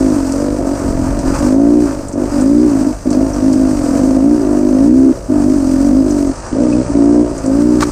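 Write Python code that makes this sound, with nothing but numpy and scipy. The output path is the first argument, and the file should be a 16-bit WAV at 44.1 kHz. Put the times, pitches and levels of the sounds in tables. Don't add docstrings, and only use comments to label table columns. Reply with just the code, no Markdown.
import sys
import numpy as np
from scipy import signal
from scipy.fft import rfft, irfft
from scipy.io import wavfile
from scipy.ndimage import uniform_filter1d, minimum_filter1d

SR = 44100
rng = np.random.default_rng(int(sys.argv[2]) if len(sys.argv) > 2 else 0)


def dump_mix(stems):
    frames = np.atleast_2d(stems).T
    limited = np.clip(frames, -1, 1)
    pcm = np.round(limited * 32767).astype(np.int16)
    wavfile.write(sys.argv[1], SR, pcm)


N = 348831
TIME = np.arange(N) / SR
CRUISE_HZ = 55

# freq_hz, gain_db
HISS_SPECTRUM = [(2000, -13), (3600, -21.5), (4300, -9), (4950, -5), (5350, -5.5), (5900, -3.5), (7000, -5),
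                 (8000, -3), (9200, -6.5), (10300, -18.5), (11500, -25), (12800, -18), (15200, -25)]
# freq_hz, level_db, t60_s
HOUSING_MODES = [(620, -12, .012), (928, -6, .02), (1190, 4, .014), (1423, -1, .012), (1750, -8, .008),
                 (2267, -22, .04)]


def intake(cycles, rough, strain, boom_db, snorkel_db):
    # base_hz, base_swell_s, base_decay_s
    modes = [(275.55, 0.0021, 0.0062), (352.8, 0.0019, 0.0048)]
    # freq_hz, gain_db
    rush_spectrum = [(170, -5), (250, 3), (310, 3.5), (450, -11)]
    strain_sag, rise_per_hz = .022, .003
    above_cruise_hz = np.maximum(np.gradient(cycles) * SR - CRUISE_HZ, 0)
    tuning = 1 - strain_sag * strain + rise_per_hz * above_cruise_hz
    airbox, snorkel = (gulps(cycles, rough, hz * tuning, swell_s, decay_s)
                       for hz, swell_s, decay_s in modes)
    rush = rough * unit(ring(noise() * cycle_gain(cycles, .3, depth_db=10), rush_spectrum))
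    boom = steady(airbox + undb(-9) * rush, size=2200) * undb(boom_db)
    return boom + steady(snorkel, size=2200) * undb(snorkel_db)


def gulps(cycles, rough, pitch_hz, swell_s, decay_s):
    sound, reach = np.zeros(N), SR // 30
    for at, size in zip(*cycle_events(cycles, .55, rough, scatter_db=6, jitter_s=.0007)):
        centre = int(at)
        span = np.arange(max(centre - reach, 0), min(centre + reach, N))
        t = (span - at) / SR
        choke = .86 + .26 * rough[centre] ** 2
        envelope = 1 / (np.exp(-choke * t / swell_s) + np.exp(choke * t / decay_s))
        sound[span] += size * envelope * np.cos(2 * np.pi * pitch_hz[centre] * t)
    return unit(sound)


def exhaust(cycles, rough, firing_hz, boom_db, deep_db, bright_db):
    # freq_hz, gain_db
    deep_pipe = [(300, -33), (440, -8.5), (520, -3.5), (570, 5.5), (640, -6.5), (800, -29)]
    bright_pipe = [(480, -31.5), (600, 10), (670, 3), (750, -12), (810, -25), (915, -11), (1020, -17),
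                   (1500, -38), (5000, -77)]
    silencer = [(30, -5), (46, 9.5), (62, 1), (88, 8), (165, -2), (300, -13), (600, -52.5)]
    # start_s, end_s, gain_db
    coasts = [(2.92, 3.03, -3), (6.3, 6.5, -9)]
    puffs = unit(strokes(cycles, .32, rough, scatter_db=5, jitter_s=.0004))
    valve_closing = unit(strokes(cycles, .73, rough, scatter_db=6, jitter_s=.0005))
    gas = undb(1) * rough * noise() * cycle_gain(cycles, .32, depth_db=10)
    blast = ground_echo(puffs + undb(-6) * valve_closing + gas)
    deep = steady(ring(blast, deep_pipe), size=2200) * undb(deep_db)
    bright = steady(ring(blast, bright_pipe), size=2200) * undb(bright_db)
    thud_db = -23 + .21 * (boom_db + .5) + .01 * (firing_hz - CRUISE_HZ) + 2 * wander(6.5)
    thud = steady(ring(puffs, silencer)) * undb(thud_db)
    coast_db = sum(db * swell(start, end, .025, .01) for start, end, db in coasts)
    return (deep + bright + thud) * undb(coast_db)


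def ground_echo(x, lag_s=.00597, sway_s=.00051, echo_db=-8):
    return x + undb(echo_db) * np.interp(TIME - lag_s - sway_s * wander(5), TIME, x)


def throttle(firing_hz, strain):
    # open_s, shut_s, rise_s, fall_s, boom_db, snorkel_db, deep_db, bright_db
    twists = [(-.16, 0.138, .01, 0.52, -10, -22, -25, -25.5),
              (0.318, 0.518, 0.017, 0.07, -14.5, -20.5, -22, -30),
              (0.585, 0.726, 0.007, 0.047, -13, -14.5, -24, -26),
              (0.794, 0.899, 0.033, 0.029, -11, -10, -25, -24),
              (0.916, 1.072, 0.026, 0.076, -12.5, -34, -29, -26),
              (1.097, 1.192, .015, 0.057, -18.5, -24, -25, -26),
              (1.238, 1.305, 0.0042, 0.046, -10.5, -13, -27.5, -30.5),
              (1.389, 1.785, 0.018, 0.13, -9, -23, -21.5, -24),
              (2.128, 2.226, 0.011, 0.074, -14, -13.5, -26.5, -29.5),
              (2.305, 2.658, 0.032, 0.084, -9, -28, -23.5, -32),
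              (2.7, 2.906, 0.0065, 0.014, -10.5, -37, -42, -28.5),
              (3.056, 3.078, 0.002, 0.06, -7, -21, -27, -28.5),
              (3.105, 3.217, 0.013, 0.076, -9, -21, -24.5, -24),
              (3.313, 3.417, .015, 0.033, -15, -26, -28, -28),
              (3.417, 3.634, 0.0068, 0.25, -8.5, -30, -26, -25),
              (3.772, 4.335, 0.026, 0.091, -9, -31, -23, -26),
              (4.386, 4.695, 0.051, 0.033, -10, -12, -27.5, -23.5),
              (4.688, 5.114, 0.014, 0.0066, -8, -34, -23.5, -28.5),
              (5.286, 5.566, 0.0079, 0.17, -8.5, -18, -30, -25.5),
              (5.568, 6.022, 0.044, 0.03, -7, -39, -24, -26.5),
              (6.037, 6.313, 0.0097, 0.0065, -10.5, -14, -26.5, -25),
              (6.516, 6.547, 0.0036, 0.019, -13, -23, -38, -39),
              (6.553, 6.811, 0.0029, 0.01, -13, -55, -19.5, -29),
              (6.886, 6.915, 0.0036, 0.012, -14.5, -31, -38, -25),
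              (6.941, 7.11, 0.0045, 0.12, -8.5, -20.5, -24.5, -25),
              (7.12, 7.218, 0.017, 0.022, -8.5, -33, -19.5, -21),
              (7.435, 7.754, 0.0096, .12, -11, -29, -23.5, -33)]
    # firing_hz, gain_db
    bark_by_revs = [(42, -2.5), (50, 1), (58, -1.5), (68, -0.5)]
    labour_db, labour_s, bark_trail_s, snorkel_linger = 3.5, .097, .14, 1.36
    shut_intake_db, shut_bark_db = -40.5, -49.5
    boom_db_per_hz, snorkel_db_per_hz = .3, 1.35
    strain_snorkel_db, strain_bark_db = -.5, 1
    boom, snorkel, deep, bright = np.zeros((4, N))
    for open_s, shut_s, rise_s, fall_s, boom_db, snorkel_db, deep_db, bright_db in twists:
        boom = np.maximum(boom, undb(boom_db) * swell(open_s, shut_s, rise_s, fall_s))
        lingering = swell(open_s, shut_s, rise_s, fall_s * snorkel_linger)
        snorkel = np.maximum(snorkel, undb(snorkel_db) * lingering)
        labour = 1 + (undb(labour_db) - 1) * burst(open_s, labour_s)
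        bark = labour * swell(open_s, shut_s, rise_s, fall_s + bark_trail_s)
        deep = np.maximum(deep, undb(deep_db) * bark)
        bright = np.maximum(bright, undb(bright_db) * bark)
    over_hz = firing_hz - CRUISE_HZ
    singing_db = snorkel_db_per_hz * over_hz + strain_snorkel_db * strain
    effort_db = lookup(firing_hz, bark_by_revs) + strain_bark_db * strain
    return (floored_db(boom, shut_intake_db) + boom_db_per_hz * over_hz,
            floored_db(snorkel, shut_intake_db) + singing_db,
            floored_db(deep, shut_bark_db) + effort_db,
            floored_db(bright, shut_bark_db) + effort_db)


def engine_strain(firing_hz, smooth_s=.14, scale_hz_per_s=45):
    climb_hz_per_s = uniform_filter1d(np.gradient(firing_hz) * SR, int(smooth_s * SR))
    return np.tanh(climb_hz_per_s / scale_hz_per_s)


def roughness(boom_db):
    # boom_db, roughness
    rough_by_boom = [(-26, .7), (-17, .3), (-11, .25), (-8, .17)]
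    # start_s, end_s, added_roughness
    stumbles = [(.56, .68, .4), (.78, .92, .5), (1.23, 1.34, .4), (1.85, 2.27, .25), (2.73, 3.2, .35),
                (3.8, 4.18, .35), (6.52, 6.66, .4), (6.87, 7, .3)]
    stumble = sum(added * swell(start, end, .01, .02) for start, end, added in stumbles)
    return np.clip(lookup(boom_db, rough_by_boom) + stumble, .02, 1)


def machinery(cycles, rough):
    # time_s, gain_db
    running_level = [(0, -32.5), (.54, -35), (.6, -39), (.71, -35), (1.25, -35.5), (1.38, -30.5),
                     (1.49, -32), (1.56, -40), (1.88, -35), (2.17, -42.5), (2.21, -37.5), (2.4, -35),
                     (2.6, -39.5), (2.66, -35), (2.94, -36), (2.97, -41.5), (3.08, -39), (3.12, -33.5),
                     (3.25, -36.5), (3.98, -33), (4.24, -37.5), (4.8, -35.5), (4.9, -39.5), (5.13, -38),
                     (5.29, -42.5), (5.33, -38), (5.78, -34), (6.02, -39), (6.09, -33.5), (6.52, -37),
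                     (6.67, -35), (7.3, -38), (7.8, -34.5)]
    # freq_hz, gain_db
    cases = [(150, 3), (400, 7), (780, 4), (920, 8), (1040, 3), (1250, 3.5), (1800, -6), (2100, -16),
             (2600, -13), (6000, -55)]
    # start_s, end_s, boost_db
    rattles = [(1.03, 1.36, 3.5), (2.27, 2.42, 2.5), (6.41, 6.47, 4)]
    valves = unit(sum(strokes(cycles, phase, rough, scatter_db=6, jitter_s=.00015)
                      for phase in (.13, .31, .58, .87)))
    gears = noise() + undb(-3.5) * grains(rate_hz=1300, spread_db=-.5)
    housing = unit(resonate(gears, HOUSING_MODES))
    clatter = unit(ring(undb(-4) * valves + gears, cases)) + undb(-12) * housing
    slap = piston_slap(cycles)
    rustle = unit(ring(noise() * cycle_gain(cycles, .29, depth_db=3), HISS_SPECTRUM))
    chain_swing = wander(35)
    hiss = (rustle + undb(-8) * chain()) * undb(1.3 * chain_swing)
    rattle_db = sum(db * swell(start, end, .02, .02) for start, end, db in rattles)
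    knocking = unit(clatter) * undb(4 + rattle_db + chain_swing + 1.1 * wander(13))
    return (knocking + undb(-8) * slap + undb(-2.02) * hiss) * undb(lookup(TIME, running_level))


def piston_slap(cycles):
    # freq_hz, gain_db
    slap_spectrum = [(900, -3), (1500, -1), (2600, -7.5), (3500, -13.5), (6000, -4.5), (9000, -35)]
    blows = strokes(cycles, .3, np.ones(N), scatter_db=4, jitter_s=.0005)
    envelope = signal.fftconvolve(blows, burst(0, .004) - burst(0, .001))[:N]
    return unit(ring(noise() * envelope, slap_spectrum))


def chain(flicker_db=3.5):
    # freq_hz, level_db, t60_s
    modes = [(4950, 0, .02), (5780, -1, .02), (6240, 0, .02), (7880, 0, .014)]
    links = grains(rate_hz=2000, spread_db=2)
    return unit(sum(resonate(links, [mode]) * undb(flicker_db * wander(14)) for mode in modes))


def wind(buffet_db=-28.5):
    # start_s, end_s, level_db
    gusts = [(0.84, 1.43, -21.5), (3.477, 3.952, -34)]
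    # freq_hz, gain_db
    eddy_spectrum = [(18, -9), (32, -8), (46, 1), (70, -10), (110, -13), (220, -17)]
    gusting = sum(undb(db) * swell(start, end, rise_s=.015, fall_s=.029) for start, end, db in gusts)
    return steady(ring(noise(), eddy_spectrum)) * (undb(buffet_db) + gusting)


def stones(decay_s=.012):
    # start_s, level_db, low_hz, high_hz
    ticks = [(.321, -26, 1500, 12000), (1.19, -26, 1200, 8500), (1.346, -27, 1500, 9000),
             (1.39, -27, 4500, 9000), (2.084, -29, 6800, 9200), (2.126, -31, 4800, 8000),
             (2.41, -26, 6800, 8800), (3.104, -28, 3800, 9500), (3.129, -28, 2500, 6000),
             (3.334, -28, 5500, 5950), (3.529, -28, 3000, 11000), (6.108, -29, 4800, 7000),
             (6.725, -31, 2490, 2630), (7.379, -30, 6000, 9500), (7.46, -29, 5500, 9500)]
    grit = ring(grains(rate_hz=6000, spread_db=1), HISS_SPECTRUM)
    sound = np.zeros(N)
    for start_s, level_db, *band_hz in ticks:
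        rattle = unit(signal.lfilter(*signal.butter(2, band_hz, "band", fs=SR), grit))
        sound += undb(level_db) * burst(start_s, decay_s) * rattle
    return sound


def twig(knock_s=7.827, knock_db=5):
    # start_s, level_db, decay_s
    scrapes = [(7.807, -17, 0.01), (7.819, -17, 0.008), (7.824, -14, 0.007), (7.834, -21, 0.005),
               (7.897, -28, .005)]
    # freq_hz, gain_db
    scrape_spectrum = [(350, 2), (700, 8), (1200, 11), (2300, 0), (3000, -7), (4600, 2), (8400, -1),
                       (11500, -22), (13300, -12), (15500, -29)]
    envelope = sum(undb(db) * burst(start_s, decay_s) for start_s, db, decay_s in scrapes)
    scrape = unit(ring(noise(), scrape_spectrum)) * envelope
    knock = resonate(signal.unit_impulse(N, int(knock_s * SR)), HOUSING_MODES)
    return scrape - undb(knock_db) * knock


def cycle_events(cycles, phase, rough, scatter_db, jitter_s):
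    at = np.interp(np.arange(int(cycles[-1])) + phase % 1, cycles, np.arange(N))
    chance = rng.standard_normal((len(at), 2)) * rough[at.astype(int), None]
    at = np.clip(at + jitter_s * SR * chance[:, 0], 0, N - 2)
    return at, undb(scatter_db * np.tanh(chance[:, 1]))


def strokes(cycles, phase, rough, scatter_db, jitter_s):
    at, size = cycle_events(cycles, phase, rough, scatter_db, jitter_s)
    pulses = np.zeros(N)
    np.add.at(pulses, at.astype(int), size * (1 - at % 1))
    np.add.at(pulses, at.astype(int) + 1, size * (at % 1))
    return pulses


def cycle_gain(cycles, phase, depth_db, rise_share=.16):
    dip = np.interp((cycles - phase + rise_share) % 1, [0, rise_share, 1], [1, 0, 1])
    return unit(undb(-depth_db * dip))


def ring(x, response, size=16384):
    hz, db = np.transpose(response)
    bin_hz = np.maximum(np.arange(size // 2 + 1) * SR / size, 1)
    octaves_outside = np.maximum(np.log2(hz[0] / bin_hz), 0) + np.maximum(np.log2(bin_hz / hz[-1]), 0)
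    gain = undb(np.interp(np.log(bin_hz), np.log(hz), db) - 12 * octaves_outside)
    cepstrum = irfft(np.log(gain))
    cepstrum[1:size // 2] *= 2
    cepstrum[size // 2 + 1:] = 0
    impulse = irfft(np.exp(rfft(cepstrum)))[:size // 2]
    return signal.fftconvolve(x, impulse)[:N]


def resonate(x, modes):
    t = TIME[:SR // 10]
    impulse = sum(undb(db) * np.exp(-np.log(1000) * t / t60_s) * np.sin(2 * np.pi * hz * t)
                  for hz, db, t60_s in modes)
    return signal.fftconvolve(x, impulse)[:N]


def swell(start_s, end_s, rise_s, fall_s):
    t = TIME[::44]
    rise = 1 - np.exp(-np.maximum(t - start_s, 0) / rise_s)
    fall = np.exp(-np.maximum(t - end_s, 0) / fall_s)
    return np.interp(TIME, t, rise * fall)


def burst(start_s, decay_s):
    return (TIME >= start_s) * np.exp(-np.maximum(TIME - start_s, 0) / decay_s)


def grains(rate_hz, spread_db):
    hits = rng.random(N) < rate_hz / SR
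    return unit(hits * noise() * undb(spread_db * np.minimum(rng.exponential(size=N), 4)))


def wander(rate_hz):
    hold = max(int(SR / rate_hz), 1)
    steps = np.repeat(rng.standard_normal(N // hold + 1), hold)[:N]
    return unit(uniform_filter1d(steps, hold))


def noise():
    return rng.standard_normal(N)


def steady(x, size=3500):
    power = uniform_filter1d(uniform_filter1d(x ** 2, size), size)
    return x / np.sqrt(power + 1e-12)


def unit(x):
    return x / np.sqrt(np.mean(x ** 2))


def undb(db):
    return 10 ** (np.asarray(db) / 20)


def floored_db(gain, floor_db):
    return 20 * np.log10(gain + undb(floor_db))


def lookup(x, table):
    return np.interp(x, *np.transpose(table))


def scene():
    # time_s, firing_hz
    revs = [(0.0, 53.8), (0.1, 51.6), (0.23, 44.4), (0.3, 44.4), (0.43, 49.2), (0.56, 49.9), (0.68, 45.8),
            (0.75, 48.8), (1.04, 42.6), (1.13, 47.4), (1.21, 47.9), (1.27, 45.0), (1.47, 50.4),
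            (1.63, 56.7), (1.76, 59.6), (1.85, 58.6), (1.91, 50.9), (2.12, 46.6), (2.23, 50.0),
            (2.36, 47.5), (2.48, 55.5), (2.65, 62.4), (2.73, 54.7), (2.83, 50.7), (3.05, 48.5), (3.2, 51.6),
            (3.24, 54.6), (3.35, 48.1), (3.48, 54.4), (3.54, 50.0), (3.59, 52.5), (3.74, 51.3),
            (3.84, 42.1), (3.89, 40.5), (3.97, 48.5), (4.08, 53.4), (4.18, 51.5), (4.26, 57.4),
            (4.37, 60.6), (4.46, 50.6), (4.59, 49.4), (4.78, 52.3), (4.96, 65.2), (5.05, 67.0),
            (5.13, 62.9), (5.33, 49.4), (5.43, 48.1), (5.5, 52.2), (5.62, 44.7), (5.76, 44.1), (5.91, 49.8),
            (5.99, 54.1), (6.07, 50.2), (6.26, 45.8), (6.42, 45.5), (6.55, 51.1), (6.63, 62.9),
            (6.73, 59.8), (6.82, 63.3), (6.88, 56.8), (7.02, 56.8), (7.21, 60.2), (7.38, 56.3),
            (7.44, 52.1), (7.5, 53.1), (7.6, 58.6), (7.74, 60.6), (7.91, 59.4)]
    firing_hz = lookup(TIME, revs)
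    strain = engine_strain(firing_hz)
    boom_db, snorkel_db, deep_db, bright_db = throttle(firing_hz, strain)
    rough = roughness(boom_db)
    wheel_slip = .0055 * wander(rate_hz=22)
    cycles = np.cumsum(firing_hz * (1 + wheel_slip)) / SR
    bike = (intake(cycles, rough, strain, boom_db, snorkel_db)
            + exhaust(cycles, rough, firing_hz, boom_db, deep_db, bright_db)
            + machinery(cycles, rough))
    return (bike + wind() + stones() + twig())[None]


def record(dry):
    treble_hz, dip_db, ceiling, cutoff_hz = 10100, -14, .94, 15300
    treble = signal.sosfiltfilt(signal.butter(6, treble_hz, "high", fs=SR, output="sos"), dry)
    treble_gain = undb(dip_db * swell(start_s=6.25, end_s=7.15, rise_s=.06, fall_s=.2))
    dulled = dry + (treble_gain - 1) * treble
    needed_gain = ceiling / np.maximum(np.abs(dulled), ceiling)
    limited = dulled * uniform_filter1d(minimum_filter1d(needed_gain, size=90), size=90)
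    return signal.sosfilt(signal.ellip(10, .1, 80, cutoff_hz, fs=SR, output="sos"), limited)


dry = scene()
out = record(dry)
dump_mix(out)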